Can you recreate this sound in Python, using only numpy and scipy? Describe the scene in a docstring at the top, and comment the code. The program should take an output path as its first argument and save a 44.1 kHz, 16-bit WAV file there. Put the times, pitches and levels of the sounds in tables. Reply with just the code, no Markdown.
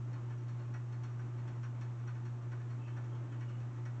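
"""A small room, where a five-blade ceiling fan turns steadily, wobbling a little on its mount.
The motor hums at twice the mains frequency and sags at each turn and half turn; the blades stir a
soft wash of air. The wobble makes loose parts of the light fitting tick and ring, and the walls smear
each tick. Faint airy squeaks come and go, and a low rush swells once near the end."""
import sys
import numpy as np
from scipy import signal
from scipy.fft import rfft, irfft
from scipy.io import wavfile
from scipy.ndimage import uniform_filter1d

SR = 44100
rng = np.random.default_rng(int(sys.argv[2]) if len(sys.argv) > 2 else 0)


def store_pcm(level_fs):
    """Save levels as 16-bit WAV."""
    pcm = np.round(np.clip(level_fs, -1, 1) * 32767).astype(np.int16)
    wavfile.write(sys.argv[1], SR, np.atleast_2d(pcm).T)


N = 176400
TURN_S, BLADES = .4428, 5


def undb(db):
    return 10 ** (np.asarray(db) / 20)


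def unit_rms(x):
    return x / np.sqrt(np.mean(x ** 2))


def shaped_noise(colour, size):
    """Noise of rms 1 that follows a curve of (Hz, dB) points and rolls off beyond its ends."""
    hz, db = np.array(colour, float).T
    f = np.maximum(np.arange(size // 2 + 1) * SR / size, 1)
    skirts = np.minimum(f / hz[0], 1) ** 2 * np.minimum(hz[-1] / f, 1) ** 2
    curve = undb(np.interp(np.log(f), np.log(hz), db))
    return unit_rms(irfft(rfft(rng.standard_normal(size)) * skirts * curve, size))


def narrow_noise(hz, width_hz, size):
    """Noise of rms 1 in one resonance."""
    f = np.arange(size // 2 + 1) * SR / size
    return unit_rms(irfft(rfft(rng.standard_normal(size)) / (1 + (2 * (f - hz) / width_hz) ** 2), size))


def smooth(x, samples):
    """Blur twice and scale to rms 1."""
    return unit_rms(uniform_filter1d(uniform_filter1d(x, samples), samples))


def drift(rate_hz):
    """A smooth wander of rms 1 through rate_hz random values a second."""
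    hold = int(SR / rate_hz)
    return smooth(rng.standard_normal(512)[np.arange(N) // hold % 512], hold)


# The faint whine beside the hum. Each row: pitch in Hz, rms level in dB.
WHINE_TONES = [(219.8, -72.5), (229.2, -70), (230.9, -69.5)]


def motor(t):
    """Mains hum that sags at each turn and half turn, with a faint wavering whine beside it."""
    def each_turn(at_s, width_s=.028):
        away = (t - at_s + TURN_S / 2) % TURN_S - TURN_S / 2
        return np.exp(-.5 * (away / width_s) ** 2)
    hum_hz, first_sag_s = 120, .192
    sag, half_sag = each_turn(first_sag_s), each_turn(first_sag_s + TURN_S / 2)
    hum_db = -40 - sag * (1.35 + .7 * t) - half_sag * 1.34  # the main sag deepens over time
    phase = 2 * np.pi * hum_hz * t + .19 * (sag + half_sag / 2)  # each sag nudges the phase ahead
    hum = undb(hum_db) * np.sin(phase) + undb(-74.5) * np.sin(2 * phase) + undb(-66.5) * np.sin(3 * phase)
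    whine = 0
    for hz, db in WHINE_TONES:
        level = undb(db + 1.3 * drift(4.4))
        whine += level * np.sin(2 * np.pi * (hz * t + rng.random()) + .27 * drift(6.1))
    return np.sqrt(2) * (hum + whine)


# The colour of the moving air. Each row: frequency in Hz, relative level in dB.
AIR_COLOUR = [(25, -2.5), (60, -2.5), (100, 1), (150, 4), (200, -0.5), (260, -0.5), (295, 4.5), (320, 0.5),
              (350, 4.5), (390, -5), (500, -7.5), (900, -8.5), (1250, -9.5), (2000, -17), (2700, -21.5),
              (3600, -26.5), (4900, -32), (5900, -27.5), (7400, -29), (8200, -37.5), (8800, -52)]
# Narrow resonances that the air keeps stirred. Each row: centre in Hz, rms level in dB.
AIR_RESONANCES = [(292, -69.5), (345, -71.5), (578, -75.5), (882, -73), (1070, -76), (1203, -76),
                  (1312, -79)]


def air_wash(t):
    """The blades stir the air: its body flickers and eases off slightly under a steady hiss."""
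    wash = undb(-56) * shaped_noise(AIR_COLOUR, N)
    hiss = signal.sosfilt(signal.butter(2, 3500, "high", fs=SR, output="sos"), wash[::-1])[::-1]
    hiss = signal.sosfilt(signal.butter(2, 3500, "high", fs=SR, output="sos"), hiss)  # phase cancels
    resonances = sum(undb(db) * narrow_noise(hz, width_hz=22, size=N) for hz, db in AIR_RESONANCES)
    swish_db = .03 * np.cos(2 * np.pi * BLADES * (t - .066) / TURN_S)  # the barest lift per blade
    ease_db = -.09 * (t - t.mean())
    flicker_db = .82 * drift(17)
    return (wash - hiss + resonances) * undb(swish_db + ease_db + flicker_db) + hiss


def strike(t, rise_s, t60_s):
    """An envelope that rises, then dies away by 60 dB in t60_s."""
    return (1 - np.exp(-t / rise_s)) * np.exp(-np.log(1000) * t / t60_s)


def at_level(x, db):
    """Set the rms level of the first 30 ms."""
    return x * undb(db) / np.sqrt(np.mean(x[:int(.03 * SR)] ** 2))


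def ring(modes, t, rise_s, scatter_db):
    """Decaying modes, struck a little differently every time and roughened by chatter."""
    out = 0
    for hz, db, t60_s in modes:
        chatter = .35 * smooth(rng.standard_normal(len(t)), samples=160)
        envelope = undb(db + scatter_db * rng.standard_normal()) * strike(t, rise_s, t60_s)
        out += envelope * np.sin(2 * np.pi * (hz * t + rng.random()) + chatter)
    return out


# The colours of the sharp click and the hollow clack. Each row: frequency in Hz, relative level in dB.
CLICK_COLOUR = [(1500, 3.5), (2600, 9.5), (3600, 3.5), (4900, -9.5), (5600, 0), (6500, 2), (7500, -5.5),
                (8400, -24.5), (8800, -15.5)]
CLACK_COLOUR = [(300, -19.5), (600, -7), (1000, -1), (1500, 2.5), (2000, -10.5), (2700, -14), (4000, -26)]
# The fitting's modes: thin metal parts, hollow body and two strong rings.
# Each row: pitch in Hz, relative level in dB, seconds to die away by 60 dB.
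METAL_MODES = [(3350, -2, .1), (5286, 0, .16), (6480, -3, .1), (6602, -1, .12), (7620, -4, .09),
               (8380, -8, .07)]
BODY_MODES = [(578, -4, .2), (882, -4, .2), (1070, -1, .2), (1203, 0, .2), (1443, 1, .15), (1530, 0, .12),
              (1741, 2, .18), (1917, -3, .18), (2236, -3, .18), (2522, -10, .14), (2566, -8, .16)]
LOW_RING_MODES = [(4290, 0, .18), (4335, -9, .1)]
HIGH_RING_MODES = [(5715, -5, .12), (5756, 0, .16), (5805, -6, .1)]
# The ticks of the fitting. Each row: start in seconds, then the levels of click, clack, low ring and
# high ring in dB, before each layer's trim.
FITTING_TICKS = [(0.1281, -58, -58, -69.5, -73.5), (0.2992, -62, -56, -79, -77),
                 (0.3779, -73, -67, -83, -73), (0.4822, -57.5, -58, -71.5, -74),
                 (0.5927, -65, -58.5, -73, -88), (0.7378, -59, -51, -72.5, -65),
                 (0.9236, -58.5, -57.5, -71, -88), (1.0339, -53, -57, -69, -68.5),
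                 (1.1094, -71, -70, -91, -76), (1.1892, -67, -54.5, -91, -73), (1.3785, -62, -60, -75, -80),
                 (1.4759, -56, -60, -73.5, -76), (1.551, -69, -77, -85, -78),
                 (1.6307, -56, -51.5, -74, -65.5), (1.8103, -54, -55.5, -69.5, -69),
                 (1.9886, -67, -60.5, -88, -86), (2.0732, -58.5, -52, -72, -66),
                 (2.1484, -63, -60, -83, -81), (2.2506, -57, -56, -71, -73), (2.324, -73, -74, -82, -82),
                 (2.42, -72, -60.5, -79, -81), (2.5157, -59, -52, -77, -72.5),
                 (2.5997, -64, -57.5, -80, -81), (2.698, -63, -59, -73.5, -74),
                 (2.8708, -68, -56.5, -76, -74), (2.9639, -61, -53, -79, -72),
                 (3.0396, -60.5, -59.5, -83, -82.5), (3.1475, -63, -63, -79, -87),
                 (3.3212, -62, -56.5, -85, -79), (3.4067, -59.5, -54.5, -78, -73),
                 (3.4882, -59, -58.5, -75.5, -80), (3.5996, -64, -60, -79, -76),
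                 (3.761, -66, -58, -92, -78), (3.8524, -56.5, -52.5, -75, -68)]


def light_fitting():
    """Loose parts knock: a snap, ringing metal, and a hollow clack that builds up in the room."""
    size = int(.22 * SR)
    t, out = np.arange(size) / SR, np.zeros(N + 2 * size)
    contact = .8 * np.exp(-t / .003)
    snap = contact + strike(t, rise_s=.002, t60_s=.24)
    bloom = strike(t, rise_s=.014, t60_s=.18)
    for start_s, click_db, clack_db, low_db, high_db in FITTING_TICKS:
        click = at_level(shaped_noise(CLICK_COLOUR, size) * snap, click_db - 14)
        metal = at_level(ring(METAL_MODES, t, rise_s=.0013, scatter_db=2), click_db - 22.5)
        clack = at_level(shaped_noise(CLACK_COLOUR, size) * bloom, clack_db - 8)
        body = at_level(ring(BODY_MODES, t, rise_s=.0073, scatter_db=4), clack_db - 8)
        low_ring = at_level(ring(LOW_RING_MODES, t, rise_s=.0058, scatter_db=3.5), low_db - 6.5)
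        high_ring = at_level(ring(HIGH_RING_MODES, t, rise_s=.0007, scatter_db=5), high_db - 6)
        start = int(start_s * SR)
        out[start:start + size] += click + metal + clack + body + low_ring + high_ring
    return out[:N]


# Faint squeaks. Each row: middle in seconds, length in seconds, pitch in Hz, rms level at the crest in dB.
AIRY_SQUEAKS = [(0.293, 0.079, 890, -64), (1.60, 0.062, 876, -67.5), (2.87, 0.13, 2620, -69),
                (2.88, 0.17, 3080, -76), (2.99, 0.11, 905, -63), (3.143, 0.09, 3210, -74.5),
                (3.334, 0.086, 3080, -76), (3.517, 0.19, 2890, -73)]


def squeaks(t):
    """Breathy squeaks: narrow bands of noise that fade quickly in and out."""
    out = 0
    for middle_s, length_s, hz, db in AIRY_SQUEAKS:
        swell = np.exp(-(2 * (t - middle_s) / length_s) ** 2)
        band = np.resize(narrow_noise(hz, width_hz=200, size=SR // 2), N)
        out += undb(db) * swell * band
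    return out


# The dark colour of the rush. Each row: frequency in Hz, relative level in dB.
RUSH_COLOUR = [(200, -0.5), (260, 3), (340, 4), (450, -5.5), (600, -9), (950, -12.5), (1300, -20.5)]


def low_rush(t, crest_s=3.15, width_s=.36):
    """A low rush of air swells for a moment and fades."""
    swell = np.exp(-.5 * ((t - crest_s) / width_s) ** 2)
    return undb(-61) * swell * shaped_noise(RUSH_COLOUR, N)


def scene():
    """The fan heard from below, in mono."""
    t = np.arange(N) / SR
    return (motor(t) + air_wash(t) + light_fitting() + squeaks(t) + low_rush(t))[None]


def record(dry):
    """A steep low-pass takes off the top end."""
    top_hz = 8580
    return signal.sosfilt(signal.ellip(8, .2, 70, top_hz, fs=SR, output="sos"), dry)


dry = scene()
out = record(dry)
store_pcm(out)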